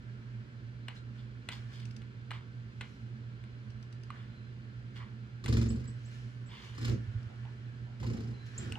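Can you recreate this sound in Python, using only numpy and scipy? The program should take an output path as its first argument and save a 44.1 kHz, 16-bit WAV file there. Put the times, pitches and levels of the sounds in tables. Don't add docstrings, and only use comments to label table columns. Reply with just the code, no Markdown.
import sys
import numpy as np
from scipy import signal
from scipy.fft import rfft, irfft
from scipy.io import wavfile
from scipy.ndimage import uniform_filter1d

SR = 44100
rng = np.random.default_rng(int(sys.argv[2]) if len(sys.argv) > 2 else 0)


def master_out(mix):
    frames = np.transpose(np.atleast_2d(mix))
    ceiling = np.clip(frames, -1, 1)
    pcm = np.round(ceiling * 32767).astype(np.int16)
    wavfile.write(sys.argv[1], SR, pcm)


N = 387286
T = np.arange(N) / SR
FREQS = np.fft.rfftfreq(N, 1 / SR)


def undb(db):
    return 10 ** (np.asarray(db) / 20)


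def unit(x):
    return x / np.sqrt(np.mean(x ** 2))


def decay(t, t60):
    return np.exp(-np.log(1000) * t / t60)


def sine(hz, t):
    return np.sin(2 * np.pi * hz * t)


def read(points, hz):
    f, v = np.transpose(points)
    return np.interp(np.log(hz + 1), np.log(f), v)


def colour(x, points):
    gain = undb(read(points, FREQS))
    cepstrum = irfft(np.log(unit(gain)), N)
    cepstrum[1:N // 2] *= 2
    cepstrum[N // 2 + 1:] = 0
    response = irfft(np.exp(rfft(cepstrum)), N)
    return irfft(rfft(x, 2 * N) * rfft(response, 2 * N))[..., :N]


def add(track, s, sound):
    i = max(int(s * SR), 0)
    track[i:i + len(sound)] += sound[:max(N - i, 0)]


def burst(rise_s, fall_s):
    t = T[:SR // 8]
    shape = (1 - np.exp(-t / rise_s)) ** 2 * np.exp(-t / fall_s)
    shape /= shape.max()
    grain = shape * rng.standard_normal(len(t))
    return unit(grain) * np.sqrt(np.mean(shape ** 2))


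def grains(spread_db, size=48):
    strengths = undb(spread_db * rng.standard_normal(N // size + 1))
    return unit(np.repeat(strengths, size)[:N])


LEFT_LAG = 11


def ports(x, lag=LEFT_LAG):
    return np.array([np.roll(x, int(lag)), x])


# frequency_hz, t60_s
ROOM_T60 = [(150, 0.4), (500, 0.32), (1500, 0.23), (4000, 0.2), (8000, 0.2), (14000, 0.068)]


def room(x, wet_db, lag=LEFT_LAG, near_db=-5, near_s=0.00094, build_s=0.0028):
    t = T[:SR // 2]
    f = np.fft.rfftfreq(len(t), 1 / SR)
    mid, side = rfft(rng.standard_normal((2, len(t))))
    spread = np.minimum(f / 400, 1)
    noise = (mid + np.array([[1], [-1]]) * spread * side) / np.sqrt(1 + spread ** 2)
    tail = 0
    for share, (_, t60) in zip(np.eye(len(ROOM_T60)), ROOM_T60):
        band = np.interp(f, [hz for hz, _ in ROOM_T60], share)
        tail = tail + irfft(noise * band, len(t)) * decay(t, t60)
    tail = unit(tail * (1 - np.exp(-t / build_s)))
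    near = unit(irfft(noise, len(t)) * np.sqrt(t) * np.exp(-t / near_s))
    echoes = (undb(wet_db) * tail + undb(near_db) * near) / np.sqrt(len(t))
    return ports(x, lag) + signal.fftconvolve(echoes, x[None], axes=1)[:, :N]


# pitch_hz, level_db
HUM = [(119.9, -46), (240, -72.5), (360, -80), (480, -79.5), (600, -80), (720, -86.5)]
# pitch_hz, width_hz, level_db
DRONE = [(60.5, 22, -62), (79, 20, -64), (115.8, 13, -64), (116.6, 22.6, -51), (169, 58, -62.5),
         (217.2, 32.4, -58.5), (261.8, 57, -65.5), (1371, 51, -75.5), (1591, 100, -71), (4060, 140, -82)]
# frequency_hz, relative_level_db (per Hz)
AIR = [(180, -36), (300, 0), (366, 4.5), (758, -15.5), (925, -10.5), (1400, -14), (1880, -26), (2050, -8),
       (3650, -16.5), (4100, -29), (4380, -16.5), (9540, -41), (12000, -47.5), (14000, -41.5),
       (15700, -56.5)]
AIR_DB = -63


def background(diffuse_db=-1):
    hum = sum(undb(db) * np.sqrt(2) * np.sin(2 * np.pi * (hz * T + rng.random())) for hz, db in HUM)
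    drone = 0
    for hz, width, db in DRONE:
        resonance = 1 / (1 + ((FREQS - hz) / width * 2) ** 2) ** 1.14
        noise = irfft(rfft(rng.standard_normal((2, N))) * resonance, N)
        mid, side = (unit(v) for v in noise)
        drone = drone + undb(db) * (ports(mid) + min(hz / 900, 1) * np.array([side, -side]))
    hiss = ports(rng.standard_normal(N)) + undb(diffuse_db) * rng.standard_normal((2, N))
    return ports(hum) + drone + undb(AIR_DB) * unit(colour(hiss, AIR))


# loudest_s, length_s, relative_level_db, crisp_share (0-1)
BRUSHES = [(0.96, 0.075, -57, 0.55), (1.16, 0.056, -61, 0.1), (1.56, 0.28, -57.5, 0.3),
           (1.722, 0.7, -60, 0.16), (2.882, 0.57, -67, 0.9), (4.147, 0.3, -58.5, 0),
           (4.965, 0.09, -55.5, 0.2), (6.14, 0.74, -60.5, 0.73), (6.645, 0.34, -58, 1),
           (6.844, 0.24, -50.5, 0.6), (8.466, 0.043, -56.5, 1), (8.614, 0.37, -51.5, 0.46)]
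BRUSH_RISE, BRUSH_FALL = 0.21, 0.23
# time_s, relative_level_db
STIR = [(0, -65.5), (.8, -68), (5.4, -66.5), (5.8, -64.5), (6.4, -66.5), (7.05, -61), (7.9, -65.5),
        (8.78, -58.5)]
STIR_CRISP = 0.084
# frequency_hz, relative_level_db (per Hz)
FUR = [(400, -9), (750, 2), (1100, 6.5), (1700, 10), (2300, 3), (3200, 0), (4500, -12), (8000, -18),
       (16000, -45)]
LEAVES = [(800, -6), (2000, 4), (3000, 3.5), (4500, -1), (6000, -1), (8500, -12), (10500, -10.5),
          (12000, -35), (14000, -12.5), (16000, -44)]


def rustle():
    stir = undb(np.interp(T, *np.transpose(STIR))) ** 2
    strokes = [(stir, STIR_CRISP)]
    for s, length, db, crisp in BRUSHES:
        u = (T - s) / length
        distance = np.minimum(np.maximum(-u / BRUSH_RISE, u / BRUSH_FALL), 20)
        strokes.append((undb(db) ** 2 * np.exp(-2 * distance), crisp))
    dull = sum(power * (1 - np.clip(crisp, 0, 1)) for power, crisp in strokes)
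    bright = sum(power * np.clip(crisp, 0, 1) for power, crisp in strokes)
    fur = colour(grains(2.5) * rng.standard_normal(N), FUR)
    leaves = colour(grains(2.5) * rng.standard_normal(N), LEAVES)
    return room(np.sqrt(dull) * fur + np.sqrt(bright) * leaves, wet_db=2.0, lag=-7) / 2


# start_s, level_db, ring_pitch_hz, ring_db, snap_db, touch_to_blow_s
TAPS = [(0.883, -35, 2750, 1, -16, 0.0017), (1.488, -32, 2550, -1.5, -13, .0015),
        (2.018, -51.5, 1970, -13, -17, 0.0014), (2.307, -37, 1930, -9, -19, 0.00174),
        (2.3147, -38, 1260, 0.5, -16, 0.001), (2.8096, -35, 2550, -3, -19, 0.0019),
        (2.815, -44, 3460, -6, -15, 0.0015), (3.438, -53, 2220, -15, -16, 0.0018),
        (4.1037, -44, 1170, 10, -19, 0.00047), (5.46, -35.5, 2150, -6, -8, 0.00152),
        (7.45, -55, 810, -2, -31, 0.0027), (8.033, -49, 1480, -10, -19, 0.0016),
        (8.722, -42.5, 2740, 14.5, -2, 0.0015), (8.755, -56, 2830, 24.5, -19, 0.0011)]
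# pitch_hz, relative_level_db, t60_s
PANEL = [(1010, -17, 0.011), (1180, -11, .013), (1540, -7, 0.018), (2060, -6.5, 0.025), (2570, -7.5, 0.021),
         (2850, -6.5, 0.014), (3380, -1, .016), (3960, -7, 0.022)]
# frequency_hz, relative_level_db (per Hz)
KNOCK = [(300, -9), (550, -4), (750, -6.5), (1000, 0), (1250, 2), (1550, 1), (2100, 1.5), (3300, -2.5),
         (4300, -8), (6000, -35), (15000, -67)]
SNAP = [(2000, -74), (4200, 10.5), (6500, 18.5), (8500, 18.5), (10500, 8.5), (12000, -3), (14000, 7),
        (16000, 7.5)]
RING_CYCLES = 3.3


def taps(knock_db=12, rattle_db=-16, scatter_db=-23, touch=0.71, panel_db=-9, spot_db=-3.5):
    knock, snap, ring = np.zeros((3, N))
    t = T[:SR // 8]
    for s, db, hz, ring_db, snap_db, blow_s in TAPS:
        push = undb([db + knock_db])
        add(knock, s, touch * push)
        add(knock, s + blow_s, push)
        add(knock, s, undb(db + rattle_db) * burst(0.0012, 0.019))
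        add(knock, s, undb(db + scatter_db) * burst(0.01, 0.031))
        add(snap, s, undb(db + snap_db) * burst(0.000067, 0.0022))
        envelope = np.exp(-t * hz / RING_CYCLES) * (1 - np.exp(-t / 0.00096)) * 2
        add(ring, s, undb(db + ring_db) * sine(hz, t) * envelope)
        for (mode_hz, mode_db, t60), luck in zip(PANEL, rng.standard_normal(len(PANEL))):
            gain = undb(db + panel_db + mode_db + spot_db * luck)
            add(ring, s + blow_s, gain * sine(mode_hz, t) * decay(t, t60))
    strike = colour(knock, KNOCK) + colour(snap, SNAP)
    blow = room(strike, wet_db=-12, lag=-2, near_db=-2, build_s=.012)
    return blow + room(ring, wet_db=-13, lag=-1, near_db=-10, build_s=.012)


# start_s, rise_s, fade_s, relative_level_db, centre_pitch_hz, width_octaves
SCUFFS = [(0.959, 0.0089, 0.022, -63, 3950, 0.15), (1.17, 0.031, 0.032, -61, 2400, 1.5),
          (1.512, 0.008, 0.03, -50, 2100, 2.2), (1.71, 0.058, 0.058, -54.5, 2500, 2.0),
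          (1.815, .01, 0.014, -56, 2500, 1.2), (2.325, 0.011, 0.04, -53, 1600, 1.6),
          (4.14, 0.057, 0.077, -59.5, 1800, 1.4), (4.955, 0.011, 0.022, -53.5, 2200, 1.4),
          (4.99, .015, 0.041, -52, 1500, 1.1), (6.48, 0.08, 0.13, -52, 1850, 1.6),
          (6.61, 0.028, 0.025, -58, 2500, 1.6), (7.29, .02, 0.03, -53, 640, 0.35),
          (7.449, 0.005, 0.025, -60.5, 794, .6), (7.86, .025, 0.046, -60.5, 610, 0.6),
          (8.025, 0.004, 0.023, -54, 650, 1.5), (8.14, .004, 0.14, -63, 600, 0.6),
          (8.755, 0.0043, .03, -56, 740, 0.56)]


def scuffs(grain_db=2.5):
    out, t = np.zeros(N), T[:SR // 2]
    for s, rise_s, fade_s, db, hz, octaves in SCUFFS:
        edges = hz * 2 ** (octaves * np.array([-.5, .5]))
        band = signal.butter(2, edges, "bandpass", fs=SR, output="sos")
        slips = grains(grain_db)[:len(t)] * rng.standard_normal(len(t))
        envelope = (1 - np.exp(-t / rise_s)) * np.exp(-t / fade_s)
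        add(out, s, undb(db) * unit(signal.sosfilt(band, slips)) * envelope)
    return room(out, wet_db=-17.5, near_db=5.5)


# start_s, level_db
TICKS = [(0.963, -65), (1.747, -57), (1.8, -47.5), (1.854, -44), (1.909, -49), (1.964, -43.5), (3.703, -56),
         (3.827, -51.5), (3.926, -49.5), (4.034, -49.5), (7.229, -57)]
# frequency_hz, relative_level_db (per Hz)
TICK = [(800, -29), (2500, 0), (3700, -3), (4900, 5), (6700, -5), (8000, -9.5), (10500, -20), (12000, -55),
        (14000, -42), (16000, 4)]


def ticks():
    out = np.zeros(N)
    for s, db in TICKS:
        add(out, s, undb(db) * burst(0.00018, 0.0032))
    return room(colour(out, TICK), wet_db=-8.0, lag=-21, near_db=-5)


# start_s, level_db, start_pitch_hz, turn_pitch_hz, end_pitch_hz, length_s
BIRD_CALLS = [(4.296, -72.5, 4060, 4050, 4000, 0.23), (5.686, -46.5, 6300, 7900, 7900, 0.021),
              (5.874, -51.5, 7400, 7910, 7760, 0.016), (6.048, -62, 5760, 7780, 7200, 0.03),
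              (6.458, -65.5, 7090, 7800, 7300, 0.032), (8.19, -72, 5000, 4700, 4550, .065),
              (8.33, -65, 4120, 4030, 3990, 0.18), (8.5786, -37, 6450, 7530, 7400, 0.011)]


def calls(waver=0.0055, flutter_db=4, turn=0.64, taper=0.37):
    out = np.zeros(N)
    flutter = uniform_filter1d(grains(flutter_db, size=160), size=80)
    for s, db, start_hz, turn_hz, end_hz, length in BIRD_CALLS:
        u = np.linspace(0, 1, int(length * SR))
        quiver = unit(uniform_filter1d(rng.standard_normal(SR // 2), size=90))[:len(u)]
        bend = np.where(u < turn, (start_hz - turn_hz) / turn ** 2, (end_hz - turn_hz) / (1 - turn) ** 2)
        hz = (turn_hz + bend * (u - turn) ** 2) * (1 + waver * quiver)
        arch = np.abs(np.sin(np.pi * u)) ** taper
        loudness = undb(db) * arch * unit(flutter[int(s * SR):][:len(u)])
        add(out, s, loudness * np.sin(2 * np.pi * np.cumsum(hz) / SR))
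    return room(out, wet_db=-6, lag=0, near_db=-12)


# first_stroke_s (before the lateness below), last_stroke_s, strokes (count),
# swish_db, swish_loudest_s, swish_fade_db_per_s,
# thump_db, deep_gust_db, thump_loudest_s, thump_fade_db_per_s, swell_db_per_s (levels relative)
FLIGHTS = [(5.439, 5.7047, 7, -37, 5.56, 99, -17.5, -21, 5.54, 44.5, 28.5),
           (5.7197, 5.882, 5, -55.5, 5.72, 23, -29, -42, 5.76, 87, 27),
           (6.747, 6.917, 6, -40, 6.855, 140, -20.5, -34, 6.885, 59, 115),
           (7.998, 8.31, 10, -49.5, 8.07, 46, -25.5, -37, 8.06, 35, 11),
           (8.549, 8.696, 5, -58, 8.59, 33, -31.5, -30, 8.59, 12, 52)]
BEAT_JITTER_S, BEAT_SCATTER_DB = .0003, 1.2
FIRST_SWISH_DB, FIRST_THUMP_DB = -5, -7
FIRST_LATE_S = 0.0046


def wingbeats(gust_fade=1.3):
    for (first, last, strokes, swish_db, swish_s, swish_fade,
         thump_db, gust_db, thump_s, thump_fade, swell) in FLIGHTS:
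        s = np.linspace(first, last, round(strokes))
        opening = s == first
        late, swish_luck, air_luck = rng.standard_normal((len(s), 3)).T

        def arch(loudest, fade):
            return np.minimum(swell * (s - loudest), fade * (loudest - s))

        swish = swish_db + arch(swish_s, swish_fade) + FIRST_SWISH_DB * opening + BEAT_SCATTER_DB * swish_luck
        air = FIRST_THUMP_DB * opening + BEAT_SCATTER_DB * air_luck
        thump = thump_db + air + arch(thump_s, thump_fade)
        gust = gust_db + air + arch(thump_s, gust_fade * thump_fade)
        yield from zip(s + FIRST_LATE_S * opening + BEAT_JITTER_S * late, swish, thump, gust)


# frequency_hz, relative_level_db (per Hz)
SWISH = [(400, -1.5), (750, 7.5), (1200, 18.5), (2000, 21), (3000, 16.5), (4000, 3.5), (4900, 17.5),
         (5400, 14.5), (6200, 15.5), (7600, -2.5), (8800, -5), (10900, -9.5), (12200, -58), (13400, -13),
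         (14700, -16), (15600, 1)]
FLICK = [(800, -16), (2000, -2), (3000, 1), (3500, 6.5), (4200, 8.5), (4900, 8), (5600, 1), (6400, 1.5),
         (7600, 0), (8800, -10), (10900, -5), (12200, -30), (13500, -8), (15600, -14)]
FEATHER_LEAD_S, FLICK_SPAN_S = .004, .02
FLICK_FADE_DB = 3


def feathers(grain_db=4, brush_db=-2, flick_db=-5, upstroke_db=-15, upstroke_s=.024, count=10):
    brush, flicks = np.zeros((2, N))
    for s, db, _, _ in wingbeats():
        start = s - FEATHER_LEAD_S
        add(brush, start, undb(db + brush_db) * burst(0.0009, 0.0095))
        add(brush, start + upstroke_s, undb(db + upstroke_db) * burst(0.0016, 0.011))
        for late in (np.arange(count) + rng.random(count)) / count:
            gain = undb(db + flick_db - FLICK_FADE_DB * late)
            add(flicks, start + late * FLICK_SPAN_S, gain * burst(.0002, 0.0009))
    sound = colour(brush * grains(grain_db, size=24), SWISH) + colour(flicks * grains(grain_db), FLICK)
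    return room(sound, wet_db=-6.5, near_db=-5, build_s=.02)


# pitch_hz, relative_level_db, t60_s
BOOM = [(48.8, -18, .2), (70, -5, .26), (113, -2, .27), (122, -5.5, .33), (155.7, -3, .1), (183, -14, .25),
        (204, -15, .3), (226, -8.5, .38), (247, -13, .27), (288.7, -11, .08), (328, -12, .15),
        (402, -10, .05)]
# frequency_hz, relative_level_db (per Hz)
EDDIES = [(28, -23), (48, -1), (68, 6), (88, -6.5), (110, 7), (150, -1), (240, 8), (300, -5), (400, -1.5),
          (560, -17), (1200, -43), (4000, -63.5)]
BOOM_DB, WHIRL_DB = -3, -15
GUST_HZ, GUST_S = 60, 0.0023
THUMP_LEFT_DB = 2.4


def thumps():
    whirl, shove, gust = np.zeros((3, N))
    t = T[:SR // 2]
    puff = sine(GUST_HZ, t) * t / GUST_S * np.exp(-t / GUST_S)
    for s, _, air_db, gust_db in wingbeats():
        add(whirl, s, undb(air_db + WHIRL_DB) * burst(0.0012, 0.02))
        add(shove, s, undb([air_db]))
        add(gust, s, undb(gust_db) * puff)
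    body = sum(undb(db) * sine(hz, t) * decay(t, t60) for hz, db, t60 in BOOM)
    swell = (1 - np.exp(-t / .004)) ** 2
    thump = signal.fftconvolve(shove, body * swell)[:N]
    eddies = room(colour(whirl, EDDIES), wet_db=-3.0, near_db=0.5)
    balance = undb(THUMP_LEFT_DB * np.array([[.5], [-.5]]))
    return (ports(undb(BOOM_DB) * thump + gust) + eddies) * balance


# start_s, relative_level_db
BUMPS = [(7.063, -33), (7.139, -30.5), (7.25, -38.5), (8.697, -35)]


def bumps(stand_hz=108, sway_hz=67, sway_db=-13):
    out, t = np.zeros(N), T[:SR // 4]
    swell = t / .022
    swing = sine(stand_hz, t) + undb(sway_db) * sine(sway_hz, t)
    for s, db in BUMPS:
        add(out, s, undb(db) * swing * (swell * np.exp(1 - swell)) ** 2)
    return ports(out)


def scene():
    steady = background() + rustle()
    paw = taps() + scuffs() + ticks() + bumps()
    birds = calls() + feathers() + thumps()
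    return steady + paw + birds


# frequency_hz, level_difference_db
TILT = [(60, -4), (110, -4.5), (200, -4.5), (380, -4.5), (700, -4.5), (1290, -4), (2380, 1), (4800, 4.5),
        (8100, -1.5), (15000, 0.5)]
TOP_HZ = 15100


def record(dry):
    tilt_db = np.array([[.5], [-.5]]) * read(TILT, FREQS)
    bass_cut = 1 / np.sqrt(1 + (38 / (FREQS + 1)) ** 16)
    heard = irfft(rfft(dry) * undb(tilt_db) * bass_cut, N)
    return signal.sosfilt(signal.ellip(8, .2, 70, TOP_HZ, fs=SR, output="sos"), heard)


dry = scene()
out = record(dry)
master_out(out)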